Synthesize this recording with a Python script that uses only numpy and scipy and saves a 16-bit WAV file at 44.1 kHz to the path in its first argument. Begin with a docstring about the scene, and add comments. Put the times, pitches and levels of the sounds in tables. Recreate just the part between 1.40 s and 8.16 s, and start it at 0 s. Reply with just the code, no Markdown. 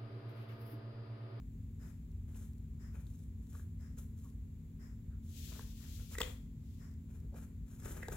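"""Small hard room, close by a corrugated cardboard scratcher on a hollow tray, two microphones.
A kitten treads on the card, rubs its cheek along it, snags its claws and steps off.
Pads scuff the paper flutes (coloured random grains), fur hisses (coloured noise), and claws snap free:
bursts of noise that ring a flute and the tray's modes. Stray fibres tick.
Ventilation hums in filtered noise and wavering tones; a far clock ticks in soft swells of noise."""
import sys
import numpy as np
from scipy import signal
from scipy.fft import rfft, irfft
from scipy.io import wavfile
from scipy.ndimage import uniform_filter1d, map_coordinates

SR = 44100
rng = np.random.default_rng(int(sys.argv[2]) if len(sys.argv) > 2 else 0)


def to_wav(s):
    """Save 16-bit WAV."""
    ch = np.atleast_2d(s).T  # columns
    pcm = np.round(np.clip(ch, -1, 1) * 32767)  # PCM
    wavfile.write(sys.argv[1], SR, pcm.astype(np.int16))


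N = 298116
T = np.arange(N) / SR

# cheek rubbing along the card: t/s, relative level/dB
CHEEK_RUB = [(3.82, -91), (3.834, -89.5), (3.974, -63), (4.066, -61), (4.334, -71), (4.546, -64.5),
             (4.686, -69.5), (4.75, -63)]


def undb(db):
    """Amplitude gain of a level in dB."""
    return 10 ** (np.asarray(db) / 20)


def unit(x):
    """Scale to rms 1."""
    return x / np.sqrt(np.mean(x ** 2))


def pan(left_db):
    """Gains of the two channels, the left one louder by left_db."""
    return undb(np.array([[left_db], [-left_db]]) / 2)


def curve(rows, column):
    """Smoothed gain from a dB column, practically silent outside its span."""
    s, db = np.transpose(rows)[[0, column]]
    level_db = np.interp(T, s, db, left=-120, right=-120)
    return uniform_filter1d(undb(level_db), 400)


def colour(x, points):
    """Give x a spectrum that falls 20 dB per octave beyond its end points; rms 1."""
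    hz, db = np.transpose(points)
    octave = np.log2(np.maximum(np.fft.rfftfreq(N, 1 / SR), 1))
    beyond = np.abs(octave - np.clip(octave, *np.log2(hz[[0, -1]])))
    gain = undb(np.interp(octave, np.log2(hz), db) - 20 * beyond)
    return unit(irfft(rfft(x) * gain, N))


def walk(rate):
    """Smooth random wander through rate knots per second, spread near 1."""
    knots = rng.standard_normal(2000)
    return map_coordinates(knots, [T * rate], order=3, mode="wrap")


def grains(rate, spread_db):
    """Paper fibres flicking free: random clicks of either sign and exponentially spread dB size."""
    size = undb(spread_db * np.minimum(rng.exponential(size=N), 4))
    return (rng.random(N) < rate / SR) * size * rng.choice([-1, 1], N)


def stroke(start_s, length_s, release_s):
    """Contact that builds up over a share of its length, holds and dies away."""
    attack_share = 0.42
    attack = np.clip((T - start_s) / (attack_share * length_s), 0, 1)
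    return attack * np.exp(-np.maximum(T - start_s - length_s, 0) / release_s)


def room(x, wet_db):
    """Direct sound, floor scatter, then the walls' diffuse tail; the right microphone lies a little in shadow."""
    t60_s, scatter_db = 0.38, -3.5
    wall_echo_s = .012  # the tail is weaker until the first wall echoes
    right_lag_s = .00005  # extra travel time of the direct sound to the right microphone
    t = T[:SR // 2]
    decay = np.exp(-np.log(1000) * t / t60_s)
    tail = rng.standard_normal((2, len(t))) * decay * np.where(t < wall_echo_s, .4, 1)
    scatter = undb(scatter_db) * unit(rng.standard_normal((2, len(t))) * np.exp(-t / .002))
    response = (undb(wet_db) * unit(tail) + scatter) / np.sqrt(len(t))
    response[[0, 1], [0, round(right_lag_s * SR)]] += 1
    heard = signal.fftconvolve(x[None], response, axes=1)[:, :N]
    left, right = heard / np.linalg.norm(response[0])
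    shadow = signal.lfilter(*signal.butter(1, [900, 8000], "band", fs=SR), right)
    return pan(1.5) * np.array([left, right - .4 * shadow])


def ventilation():
    """Duct rumble nearly alike at both microphones, wavering fan tones and a thin even hiss."""
    # duct rumble spectrum: f/Hz, relative level/dB
    rumble_colour = [(18, -35.5), (32, -22.5), (45, -2.5), (62, -0.5), (72, -4.5), (84, -2.5), (105, -6),
                     (132, -13.5), (160, -9), (200, -24.5), (245, -20), (290, -29), (420, -34), (600, -51)]
    # air hiss spectrum: f/Hz, relative level/dB
    hiss_colour = [(600, 2.5), (1000, 2.5), (1400, -1), (2200, 1.5), (3000, -3.5), (3700, -2.5),
                   (5500, -10), (7400, 3), (8500, -13), (11000, -4), (13500, -4), (15500, -2)]
    # fan and motor tones: f/Hz, mean level/dB before the pan
    fan_tones = [(59.5, -61), (81, -55.5), (161.5, -66), (220.7, -59), (239.5, -79.5), (259, -64.5)]
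    rumble = colour(rng.standard_normal(N), rumble_colour) * undb(0.27 * walk(4.8))
    # shorter waves differ more between the two microphones
    side = unit(np.diff(colour(rng.standard_normal(N), rumble_colour), prepend=0))
    side = side * np.array([[1], [-1]])
    tones = 0
    for hz, db in fan_tones:
        level = np.sqrt(2) * undb(db + 1.22 * walk(6))
        tones = tones + level * np.sin(2 * np.pi * hz * T + .5 * walk(4.01))
    hiss = colour(rng.standard_normal((2, N)), hiss_colour)
    duct = undb(-47.0) * rumble + undb(-68.0) * side + tones
    return pan(0.93) * duct + pan(2.7) * undb(-76.0) * hiss


def fibre_ticks():
    """Now and then one bent fibre lets go: a tiny bright tick of fast-decaying noise."""
    clicks = grains(rate=3, spread_db=-0.5)
    t = T[:SR // 100]
    flick = rng.standard_normal(len(t)) * np.exp(-t / 0.00067)
    bright = signal.butter(1, [5000, 13000], "band", fs=SR, output="sos")
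    ticks = signal.sosfilt(bright, signal.fftconvolve(clicks, flick)[:N])
    return undb(-55) * room(ticks, wet_db=-12)


def paws():
    """Pads drag over the flutes: coarse slips sound the tray, fine ones rustle the paper, weight rocks the box."""
    # paw strokes: t/s, length/s, relative pressure level/dB, relative rustle level/dB
    scuffs = [(0.386, .12, -64, -69.5), (0.874, 0.04, -65.5, -71), (0.914, .14, -68, -66.5),
              (1.517, 0.088, -62.5, -72), (1.567, 0.27, -83.5, -72.5), (1.96, 0.26, -84, -72.5),
              (2.113, 0.067, -66, -68.5), (2.566, 0.032, -59, -57), (2.725, .16, -83, -71),
              (3.819, 0.11, -97, -68.5), (4.065, 0.14, -60.5, -78), (4.559, 0.047, -65, -81),
              (4.701, 0.054, -53.5, -53.5), (4.795, 0.11, -54.5, -59.5), (5.677, 0.091, -67, -71.5),
              (5.935, .1, -60, -65), (6.256, 0.15, -65, -64), (6.412, 0.11, -49, -54),
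              (6.53, .15, -55.5, -63), (6.691, 0.084, -51, -55.5)]
    # tray under coarse slips: f/Hz, relative level/dB
    body_colour = [(150, -25), (330, 8.5), (460, 5), (700, -2.5), (1100, 1), (1450, 0), (1900, -1),
                   (2500, -6.5), (4000, -20), (8000, -54)]
    # rustling paper: f/Hz, relative level/dB
    paper_colour = [(1200, -3), (2500, -9), (3400, 0.5), (4700, -7), (6000, 3), (7500, 10), (8500, 1.5),
                    (11000, 7.5), (15500, 0.5)]
    # box rocking under the kitten's weight: f/Hz, relative level/dB
    weight_colour = [(30, -8), (55, -2), (110, -10), (250, -22)]
    lean_db = -15.5  # the cheek's lean on the tray, against the rub level
    release_s = 0.022
    # change from start to end of each stroke: pressure eases, rustle too
    pressure_fall_db, rustle_rise_db = 4, -1.5
    pressure, rustle = undb(lean_db) * curve(CHEEK_RUB, 1), 0
    for s, length_s, pressure_db, rustle_db in scuffs:
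        contact = stroke(s, length_s, release_s)
        progress = np.clip((T - s) / length_s, 0, 1) - .5
        pressure = pressure + undb(pressure_db - pressure_fall_db * progress) * contact
        rustle = rustle + undb(rustle_db + rustle_rise_db * progress) * contact
    slip = undb(2.74 * walk(70))
    body = undb(-2.0) * pressure * colour(grains(rate=1200, spread_db=2.5), body_colour)
    paper = undb(0.5) * rustle * colour(grains(rate=5000, spread_db=2.0), paper_colour)
    rocking = undb(2.5) * pressure * colour(rng.standard_normal(N), weight_colour)
    return room(body * slip, wet_db=-5) + room(paper * slip, wet_db=-6) + rocking


def clock():
    """One tick a second from far off, every second one louder, blurred by the walls into a soft swish of noise."""
    # smeared tick spectrum: f/Hz, relative level/dB
    tick_colour = [(300, -1), (480, -1), (750, -7), (1100, -2), (1400, -1), (1900, 2), (2600, -14),
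                   (4500, -23), (5100, -3), (6000, -11), (7400, -6), (8500, -16), (15000, -17)]
    first_s, period_s = .408, 1.
    tick_db, tock_db = -67, -68.5  # swell peaks before the pan
    swell = 0
    for beat, s in enumerate(np.arange(first_s, T[-1], period_s)):
        # the swell starts 22 ms ahead of the beat and takes 51 ms to its peak
        age = np.maximum(T - s + 0.022, 0) / 0.051
        swell = swell + undb(tick_db if beat % 2 else tock_db) * (age * np.exp(1 - age)) ** 1.35
    return pan(4.0) * swell * colour(rng.standard_normal((2, N)), tick_colour)


def claws():
    """A claw strains and tears a few fibres: a crack, the short ring of one flute and a knock of the tray."""
    # claws snapping free: t/s, relative level/dB, flute ring f/Hz
    snap_rows = [(0.947, -59.5, 2570), (1.669, -61.5, 4500), (2.152, -55, 1510), (4.194, -42.5, 1580),
                 (4.7849, -29, 1950), (4.805, -27.5, 2020), (4.8105, -36.5, 1110), (4.8159, -24, 3270),
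                 (4.832, -35, 3020), (6.6843, -37, 1200)]
    # flutes creaking under a dragged claw: t/s, relative level/dB, flute ring f/Hz, drag time/s
    creak_rows = [(2.153, -52.5, 1240, 0.0055), (2.197, -50.5, 1470, 0.0016), (2.858, -54, 1130, 0.015),
                  (3.731, -59, 1480, 0.02), (4.753, -36, 2060, .004), (5.839, -48, 430, 0.011),
                  (5.944, -43, 514, 0.009), (6.631, -31, 1900, .004)]
    # modes of the hollow tray: f/Hz, relative level/dB, t60/s
    tray_modes = [(340, -24, 0.057), (442, 12, 0.042), (505, -2.5, 0.22), (600, -30, 0.049),
                  (875, 12, 0.0093), (1170, 11.5, 0.0084), (1643, 6, 0.023), (1990, -12, 0.018),
                  (3300, -32, .015)]
    # tearing fibres: f/Hz, relative level/dB
    crack_colour = [(700, -22), (2000, -5), (3300, 3), (4700, 1), (6000, 0.5), (7600, 9), (9000, -5.5),
                    (14000, -2), (16000, 5.5)]
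    t = T[:SR // 6]
    lead_s = .04  # room for the strain ahead of each tear
    knocks, cracks = np.zeros((2, N + len(t)))
    # each event: t/s, level/dB, ring f/Hz, tear time/s, crack and tray levels/dB against the flute
    events = []
    for s, db, hz in snap_rows:
        # a snap knocks the tray, the harder the lower the flute rings
        tray_db = -3 - 14 * np.log2(hz / 1950)
        events.append((s, db, hz, 0.0012, -1, tray_db))
    for row in creak_rows:
        events.append((*row, -16, -11.5))
    for s, db, hz, tear_s, crack_db, tray_db in events:
        fibres = rng.standard_normal(len(t)) * np.exp(-np.abs(t - lead_s) / tear_s)
        tray = 0
        for f, mode_db, t60 in tray_modes:
            sign = rng.choice([-1, 1])
            tray = tray + sign * undb(mode_db - 60 * t / t60) * np.sin(2 * np.pi * f * t)
        # paper damps a flute within a few cycles
        flute = t * np.sin(2 * np.pi * hz * t) * np.exp(-hz * t)
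        flute, tray = (signal.fftconvolve(fibres, ring)[:len(t)] for ring in (flute, tray))
        flute, tray, fibres = (undb(db) * part / np.linalg.norm(part) for part in (flute, tray, fibres))
        start = int((s - lead_s) * SR)
        knocks[start:start + len(t)] += flute + undb(tray_db) * tray
        cracks[start:start + len(t)] += undb(crack_db) * fibres
    cracks = np.std(cracks[:N]) * colour(cracks[:N], crack_colour)
    return undb(15) * (room(knocks[:N], wet_db=-5.0) + room(cracks, wet_db=-9.5))


def fur():
    """Countless hairs slide along the card: a smooth hiss off to the left, its airy top nearly centred."""
    # hair on card: f/Hz, relative level/dB
    fur_colour = [(900, -35), (1800, -8), (2500, -2), (3400, 2.5), (4700, 0), (7400, 3), (8500, -5),
                  (11000, 0.5), (15500, 1.5)]
    rub = undb(5.5) * curve(CHEEK_RUB, 1)
    # the coat slides on as the kitten sits down
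    settle = undb(-60.5) * stroke(4.75, length_s=0.097, release_s=0.079)
    # the tail then sweeps over the card once
    sweep = undb(-74.5) * np.exp(-((T - 5.35) / 0.12) ** 2)
    slide = (rub + settle + sweep) * undb(0.61 * walk(55))
    hiss = slide * colour(rng.standard_normal((2, N)), fur_colour)
    low = signal.sosfiltfilt(signal.butter(2, 8500, fs=SR, output="sos"), hiss)
    return pan(12.3) * low + pan(0.55) * (hiss - low)


def scene():
    """Sum of the room's own sounds and the kitten on the card."""
    return ventilation() + fibre_ticks() + paws() + clock() + claws() + fur()


def record(dry):
    """The phone cuts the top: a steep low-pass at 15.8 kHz."""
    return signal.sosfilt(signal.ellip(10, .2, 70, 15800, fs=SR, output="sos"), dry)


dry = scene()
out = record(dry)
to_wav(out)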